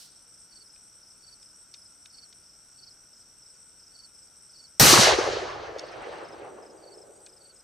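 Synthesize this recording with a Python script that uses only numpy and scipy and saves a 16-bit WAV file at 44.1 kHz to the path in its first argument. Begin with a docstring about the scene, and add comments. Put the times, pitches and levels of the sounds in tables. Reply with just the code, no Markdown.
"""A summer evening on a grassy range: crickets chirp and trill, and an insect chorus and air hiss lie behind.
A dying rustle of cloth comes first, then rasping katydids and clicks of a gun's metal, rung by short contacts.
At 4.8 s a shotgun fires, heard from a few metres behind; banks, scrub and far slopes return filtered noise
and pulses as a roar that turns dull and lumpy. The chorus and air treble sink: the upper band and treble
slowly return, the lower band stays down. More clicks follow while single crickets sing on."""
import sys
import numpy as np
from scipy import signal
from scipy.fft import rfft, irfft
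from scipy.io import wavfile
from scipy.ndimage import uniform_filter1d

SR = 44100
rng = np.random.default_rng(int(sys.argv[2]) if len(sys.argv) > 2 else 0)


def file_out(sig):
    """Save sig as 16-bit WAV at sys.argv[1]."""
    # one column per channel
    cols = np.atleast_2d(sig).T
    # limit, then scale
    lim = np.clip(cols, -1, 1)
    pcm = np.round(lim * 32767).astype(np.int16)
    wavfile.write(sys.argv[1], SR, pcm)


N = 336483
T = np.arange(N) / SR  # s
HZ = np.arange(N // 2 + 1) * SR / N + 1e-3  # bin frequencies, kept above zero for the logarithms
SHOT_S = 4.7968


def undb(db):
    """Decibel law: amplitude ratio of a level."""
    return 10 ** (np.asarray(db) / 20)


def pan(x, db):
    """Interaural level difference: left and right copies, left db above right."""
    return x * undb(np.array([[db / 2], [-db / 2]]))


def ramp(start, length):
    """Linear transition: 0 before start, 1 after a further length seconds."""
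    return np.clip((T - start) / length, 0, 1)


def colour(points):
    """Spectral shaping: gain per bin, interpolated in dB over log frequency."""
    hz, db = np.transpose(points)
    return undb(np.interp(np.log(HZ), np.log(hz), db))


def noise(side):
    """Mid-side decorrelation: spectra of left and right noise with the given side-to-mid ratio."""
    mid, off = rfft(rng.standard_normal((2, N)))
    return np.array([mid + side * off, mid - side * off])


def band(hz, width_hz, side_db):
    """Band-limited noise: a stereo Gaussian band scaled to rms 1."""
    bell = np.exp(-((HZ - hz) / width_hz) ** 2)
    x = irfft(noise(undb(side_db)) * bell, N)
    return x / x.std()


def walk(rate):
    """Random modulation: levels held 1 / rate s, smoothed twice, with spread 1."""
    hold = int(SR / rate)
    x = np.repeat(rng.standard_normal(N // hold + 1), hold)
    x = uniform_filter1d(uniform_filter1d(x, hold), hold)[:N]
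    return x / x.std()


def add(out, s, sound):
    """Superposition: mix a short sound in at time s."""
    i = int(np.clip(s * SR, 0, N))
    out[..., i:i + sound.shape[-1]] += sound[..., :N - i]


# Spectrum of the first returns. Each row: frequency in Hz, density in dB per Hz (relative).
BLAST_SPECTRUM = [(18, -40.5), (30, -9.5), (139, -1.5), (255, -7), (388, 0), (506, -2.5), (562, -0.5),
                  (1450, -5.5), (1890, -4), (2400, -8), (3380, -5.5), (5740, -2), (14100, -16.5),
                  (15200, -17.5), (16500, -59)]
# Stereo width of the roar. Each row: frequency in Hz, side minus mid in dB.
ROAR_WIDTH = [(60, -11), (110, -15), (200, -4), (380, -7), (700, -1.5), (1290, -4), (2380, -4), (4400, -12),
              (8120, -9.5), (15000, 4)]
BLAST_DB = -14.5  # rms of the source, before its path losses


def scattered_blast():
    """Multiple scattering: the blast returns as diffuse noise mixed with separate random pulses."""
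    # every bush and bank returns its own pulse: about 400 a second, uneven in size and side
    arrival, size, side = rng.random((3, N))
    pulses = (arrival < 400 / SR) * (2 * size - 1)
    sides = 1 + .5 * np.array([[1], [-1]]) * (2 * side - 1)
    pulses = rfft(pulses * sides) / pulses.std()
    # pulses stand out where the echo is strongest
    share = np.clip(.5 * np.exp(-np.log2(HZ / 520) ** 2), 0, 1)
    wash = noise(colour(ROAR_WIDTH))
    source = (np.sqrt(share) * pulses + np.sqrt(1 - share) * wash) * colour(BLAST_SPECTRUM)
    return source * undb(BLAST_DB) / irfft(source, N).std()


# Single reflections standing out of the roar.
# Each row: time in seconds, nominal peak in dB, frequency in Hz, left minus right in dB.
REFLECTIONS = [(4.8082, -21, 570, -7), (4.82, -19, 125.7, -1), (4.8333, -17, 247, 1),
               (4.8516, -17, 288, -2), (4.9325, -10, 320, 3), (4.9406, -5.5, 1090, 2),
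               (4.9773, -6.5, 1240, 2), (4.992, -18, 125, -1), (4.9955, -22, 200, -3),
               (5.035, -9, 4200, -1), (5.0734, -7.5, 650, 2), (5.0816, -18, 440, -2), (5.1118, -9, 950, 0),
               (5.124, -13.5, 860, 1), (5.1891, -15, 393, 5), (5.242, -20, 550, -6),
               (5.2775, -18.5, 505, 5), (5.2893, -20.5, 460, -4), (5.3355, -21.5, 463, 5),
               (5.3716, -20.5, 503, -5), (5.7644, -25.5, 518, 4), (5.8397, -28.5, 559, -0.5),
               (6.073, -30.5, 460, -3), (6.0952, -32, 475.3, 1), (6.1285, -35, 710, 3),
               (6.228, -32.5, 478, 0), (6.4202, -40, 380, -2.5), (6.7497, -43, 398, 0.5),
               (6.975, -40, 460, -3)]


def single_reflections():
    """Specular reflection: each strong surface returns a brief pressure pulse."""
    out = np.zeros((2, N))
    t = T[:3000] - T[1500]
    for when, peak_db, hz, pan_db in REFLECTIONS:
        pulse = np.exp(-(t * hz / 1.13) ** 2) * np.sin(2 * np.pi * hz * t)
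        add(out, when - T[1500], pan(undb(peak_db) * pulse, pan_db))
    return out


# Course of the returning roar. Each row: time in seconds, level relative to the first returns in dB,
# treble loss above the knee in dB per octave.
RETURN_COURSE = [(4.8, 2, 2), (4.92, -0.5, -1), (4.98, 0, 0), (5.03, -1, -1), (5.075, 0.5, 0.5),
                 (5.125, -2, 1.5), (5.17, -11.5, 1.5), (5.2, -5, 2.5), (5.25, -12, 1), (5.3, -9, 2.5),
                 (5.4, -11.5, 3), (5.55, -15.5, 4), (5.75, -19.5, 5), (5.95, -20.5, 4.5), (6.05, -19, 4.5),
                 (6.13, -19.5, 4.5), (6.22, -18.5, 5), (6.33, -22, 7), (6.45, -20, 7), (6.651, -24.5, 10),
                 (6.85, -28, 10.5), (7.1, -27.5, 14.5), (7.301, -34.5, 16), (7.63, -42.5, 16)]
# distant ground returns little bass: a bell-shaped dip over log frequency
THIN_S, THIN_OVER_S, THIN_DB, THIN_HZ, THIN_OCT = 5.0, .05, -26, 180.4, 0.63
FILL_S, FILL_WIDTH_S, FILL_DB = 6.4, .5, 15  # the far slope brings some bass back
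KNEE_HZ, KNEE_SINK_OCT_PER_S = 596, 0.11  # the knee sinks as the echo comes from further off
BOOM_DB, BOOM_DROP_DB, BOOM_DROP_S, BOOM_DB_PER_S = 8.5, 10.5, .1, 21  # the deepest boom dies on its own
SURGE_FROM_S, SURGE_GROW_S = 5.05, 0.18  # the returns flutter more once they thin out
# Air loss at 10 kHz, growing with frequency squared, relative to the first returns' mean delay;
# near scrub keeps scattering, so the loss eases off.
AIR_DB_PER_S, AIR_FROM_S, AIR_EASE_S = 98.5, 0.079, 0.48


def roar():
    """Outdoor reverberation: bands of the scattered blast fade by path length, ground and air absorption."""
    s, level_points, dull_points = np.transpose(RETURN_COURSE)
    level_db = np.interp(T, s, level_points)
    dull_db = np.interp(T, s, dull_points)
    since = np.maximum(T - SHOT_S, 0)
    fill_db = FILL_DB * np.exp(-((T - FILL_S) / FILL_WIDTH_S) ** 2)
    thin_db = ramp(THIN_S, THIN_OVER_S) * (THIN_DB + fill_db)
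    air_db = AIR_DB_PER_S * (AIR_EASE_S * (1 - np.exp(-since / AIR_EASE_S)) - AIR_FROM_S)
    boom_db = BOOM_DB - BOOM_DROP_DB * (1 - np.exp(-since / BOOM_DROP_S)) - BOOM_DB_PER_S * since
    flutter_db = 1.3 + 0.87 * ramp(SURGE_FROM_S, SURGE_GROW_S)

    source = scattered_blast()
    centres = np.array([90, 170, 270, 420, 660, 950, 1900, 3500, 5300, 7300, 10500, 14500])  # Hz
    out = 0
    for k, hz in enumerate(centres):
        # neighbouring bands cross over at constant power
        weight = np.interp(np.log(HZ), np.log(centres), np.arange(len(centres)) == k)
        part = irfft(source * np.sin(np.pi / 2 * weight), N)
        if k == 0:
            fade_db = boom_db
        else:
            octaves_above = np.maximum(np.log2(hz / KNEE_HZ) + KNEE_SINK_OCT_PER_S * since, 0)
            fade_db = level_db - dull_db * octaves_above - air_db * (hz / 10000) ** 2
            fade_db = fade_db + thin_db * np.exp(-(np.log2(hz / THIN_HZ) / THIN_OCT) ** 2)
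        out = out + part * undb(fade_db + flutter_db * walk(40))
    return out * ramp(SHOT_S, 0.00031) + single_reflections()


# Handling of the gun. Each row: time in seconds, peak in dB, brightest frequency in Hz,
# decay time constant of the rattle in ms.
HANDLING_CLICKS = [(.7594, -48, 3000, 3.2), (1.4278, -43, 4200, 1.5), (1.74, -33.5, 5500, 0.81),
                   (1.7422, -36, 3640, 4.8), (1.7692, -47, 5200, 0.89), (2.0572, -37.5, 2800, 2.1),
                   (2.0572, -39.5, 4900, 1.8), (2.183, -49, 3320, 2.1), (2.3258, -43.5, 3600, 4.1),
                   (5.784, -33, 4500, 3.9), (5.793, -27.5, 4820, 4.9), (7.263, -35.5, 6300, 2.1),
                   (7.267, -47.5, 2800, 5.4)]
# Resonances of the steel parts.
# Each row: frequency in Hz, level in dB before each click's own weighting, 60 dB decay time in seconds.
STEEL_MODES = [(1600, 1, 0.0069), (2480, -0.5, 0.0078), (2930, -3.5, 0.0078), (3710, 2, 0.0066),
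               (4500, 13.5, 0.0032), (5160, 10.5, 0.0039), (6460, 3, 0.0059), (8120, 10.5, 0.0022),
               (12000, -11, 0.0054)]


def clicks():
    """Modal excitation: each click is a short rattle of contacts ringing the same steel parts."""
    out, t = np.zeros(N), T[:3000]
    for when, peak_db, brightest_hz, rattle_ms in HANDLING_CLICKS:
        ring = 0
        for hz, db, t60 in STEEL_MODES:
            gain = undb(db - 10.3 * np.log2(hz / brightest_hz) ** 2)
            ring = ring + gain * np.exp(-np.log(1000) * t / t60) * np.sin(2 * np.pi * hz * t)
        ring *= 1 - np.exp(-t / 0.00067)  # the contact is not quite instant
        contacts = rng.standard_normal(len(t)) * np.exp(-t * 1000 / max(rattle_ms, .2))
        sound = signal.fftconvolve(contacts, ring)[:len(t)]
        add(out, when, undb(peak_db) * sound / np.abs(sound).max())
    return out


def song(times, strokes, hz, drop_hz, pan_db):
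    """Stridulation: wing strokes give near-pure tones that sag in pitch as the file slows."""
    out = np.zeros(N)
    for when, (tune, vary) in zip(times, rng.standard_normal((len(times), 2))):
        for start, length, db in strokes:
            u = np.arange(0, 1, 1 / (length * SR))  # progress through the stroke
            pitch_hz = hz * (1 + 0.0036 * tune) - drop_hz * u ** 2.6
            phase = 2 * np.pi * np.cumsum(pitch_hz) / SR
            shape = np.sin(np.pi * u ** 0.81) ** .8
            add(out, when + start, undb(db + 1.9 * vary) * shape * np.sin(phase))
    return pan(out, pan_db)


# Chirp centres of three crickets and single-stroke centres of a faint one. Each row: time in seconds.
LOW_CHIRPS = [0.573, 1.287, 2.191, 2.837, 4.001, 4.604, 5.842, 6.883, 7.46]
HIGH_CHIRPS = [0.384, 0.704, 1.073, 1.466, 1.823, 2.147, 2.504, 2.876, 3.175, 3.466, 3.837, 4.191, 4.539,
               5.506, 5.889, 6.291, 6.667, 6.985, 7.334, 7.604]
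FAR_CHIRPS = [.406, .824, 1.204, 1.56, 1.932, 2.286, 2.711, 3.178, 3.554, 3.87, 4.25, 4.63, 6.738, 7.166,
              7.556]
FAINT_STROKES = [1.403, 2.44, 3.56, 3.944, 4.279, 4.685, 6.785, 6.825, 7.166, 7.209]
# Wing strokes of one chirp.
# Each row: start relative to the chirp centre in seconds, length in seconds, mean level in dB before panning.
LOW_CHIRP_STROKES = [(-.082, 0.0106, -67), (-.05, 0.02, -54), (-.012, 0.026, -52), (0.034, 0.029, -52.5)]
HIGH_CHIRP_STROKES = [(-.047, 0.021, -52), (-.01, 0.0202, -51.5), (.028, .023, -52)]
# Spans of trill. Each row: start in seconds, end in seconds, strokes per second.
TRILL_SPANS = [(0, 4.8, 72.6), (5.5723, 7.62, 74.4)]


def crickets():
    """Stridulation with scattering: chirps and a trill, blurred faintly by the grass."""
    low = song(LOW_CHIRPS, LOW_CHIRP_STROKES, 4590, 530, -4.8)
    # a fainter arrival, sides swapped, leads each stroke by 13 ms
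    out = low + undb(-6.5) * np.roll(low[::-1], -int(0.013 * SR), axis=1)
    out += song(HIGH_CHIRPS, HIGH_CHIRP_STROKES, 5276, 470, 0.45)
    out += song(FAINT_STROKES, [(-.012, 0.02, -64)], 4870, 350, 0.1)
    far_strokes = [(-.03, 0.012, -74), (-.012, 0.012, -66), (.006, .014, -67.5)]
    out += song(FAR_CHIRPS, far_strokes, 6800, 250, 0.1)
    for start, end, rate in TRILL_SPANS:
        out += song(np.arange(start, end, 1 / rate), [(0.0031, 0.0074, -62)], 5900, 450, -1.2)
    blur = rng.standard_normal((2, 2200)) * np.exp(-T[:2200] / 0.0131)  # scatter in the grass
    return out + undb(-35.0) * signal.fftconvolve(out, blur, axes=1)[:, :N]


# Ticking katydids. Each row: start in seconds, end in seconds, ticks per second,
# band centre in Hz, level in dB before the beat and panning.
TICKING = [(.063, 2.49, 17.9, 8950, -62), (3.985, 4.79, 18.3, 8800, -64), (5.815, 7.63, 19.05, 8200, -63)]
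# Centres of the katydid rasps. Each row: time in seconds.
RASP_TIMES = [.236, .43, .647, .874, 1.099, 1.324, 1.56, 1.794, 2.041, 2.405, 2.66, 2.925]


def katydids():
    """Amplitude modulation: narrow noise bands are gated into ticks and rasps."""
    out = np.zeros((2, N))
    for start, end, rate, hz, db in TICKING:
        beat = (.5 + .5 * np.cos(2 * np.pi * rate * (T - start))) ** 2
        beat = beat * (T > start - .02) * (T < end)
        out += pan(undb(db) * beat * band(hz, 150, 0.5), 6.9)
    rasp = sum(np.exp(-((T - s) / 0.034) ** 2) for s in RASP_TIMES)
    return out + undb(-68.0) * rasp * band(9900, 250, 3)


def chorus(upper_db, lower_db):
    """Incoherent summation: many insects merge into throbbing noise bands, over a steady low band."""
    throb = np.sin(2 * np.pi * np.cumsum(22.0 + 1.5 * walk(2.5)) / SR)
    upper = band(8260, 360, -1.3) * undb(0.89 * throb) + 0.67 * band(7945, 500, -1.7)
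    out = pan(undb(upper_db + 2.0 * walk(36)) * upper, 2.0)
    buzz = np.sin(2 * np.pi * np.cumsum(71 + 3.3 * walk(3.5)) / SR)
    out += undb(lower_db + 0.64 * walk(66) + 3.2 * buzz) * band(5587, 410, -6.5)
    return out + undb(-73 + 0.27 * walk(2.8)) * band(1422, 180, -25.0)


# Spectrum of the outdoor hiss. Each row: frequency in Hz, density in dB per Hz (relative).
AIR_SPECTRUM = [(18, -33), (30, -1.5), (112, -2), (1090, -12), (1940, -15), (4180, -16.5), (6400, -13.5),
                (9200, -22), (11100, -21.5), (14100, -26.5), (16500, -48.5)]
# Stereo width of the hiss. Each row: frequency in Hz, side minus mid in dB.
AIR_WIDTH = [(60, -13), (700, -14.5), (1300, -24.5), (4000, -15), (7000, -5.5), (15000, -4)]
AIR_DB = -65.5  # rms of the hiss without its variable treble


def air(hiss_db):
    """Broadband ambient noise: steady hiss with variable treble; a rustle of cloth dies away at first."""
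    shape = colour(AIR_SPECTRUM) * noise(colour(AIR_WIDTH))
    plateau = np.clip(np.minimum(HZ / 3000 - 2, 6.5 - HZ / 2000), 0, 1)  # 6 to 13 kHz
    high = plateau * .7 + .3 * (HZ > 9000)
    low, top = irfft(shape * (1 - high), N), irfft(shape * high, N)
    hiss = (low + top * undb(hiss_db)) * undb(AIR_DB) / low.std()
    rustle = np.exp(-T / 0.087) * band(4900, 1700, -10)
    rustle += 1.07 * np.exp(-(T / 0.071) ** 2) * band(7600, 5800, -1.5)
    return hiss + undb(-52.0) * rustle


UPPER_DB, LOWER_DB, HISS_DB = -60, -60.5, 2.5  # chorus bands and air treble before the blast
DIP_FALL_S, DIP_RISE_S = .75, 1.6  # the dip deepens, then lifts
UPPER_DIP_DB, HISS_DIP_DB, HISS_AFTER_DB = 16, 20.5, -1
LOWER_DROP_DB, LOWER_FALL_S = 17.5, .2  # the lower band stays down


def scene():
    """Superposition: the blast and the gun over an evening whose insects and air treble sink after the shot."""
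    dip = ramp(SHOT_S, DIP_FALL_S) - ramp(SHOT_S + DIP_FALL_S, DIP_RISE_S)
    upper_db = UPPER_DB - UPPER_DIP_DB * dip
    lower_db = LOWER_DB - LOWER_DROP_DB * ramp(SHOT_S, LOWER_FALL_S)
    hiss_db = HISS_DB - HISS_DIP_DB * dip + HISS_AFTER_DB * ramp(SHOT_S, DIP_FALL_S)
    return roar() + clicks() + crickets() + katydids() + chorus(upper_db, lower_db) + air(hiss_db)


TOP_HZ = 16200  # upper edge of the passband


def record(dry):
    """Saturation and low-pass filtering: the loudest peaks are rounded and the top is cut."""
    rounded = np.tanh(0.8 * dry) / 0.78
    low_pass = signal.ellip(10, .2, 80, TOP_HZ, fs=SR, output="sos")
    return signal.sosfilt(low_pass, rounded)


dry = scene()
out = record(dry)
file_out(out)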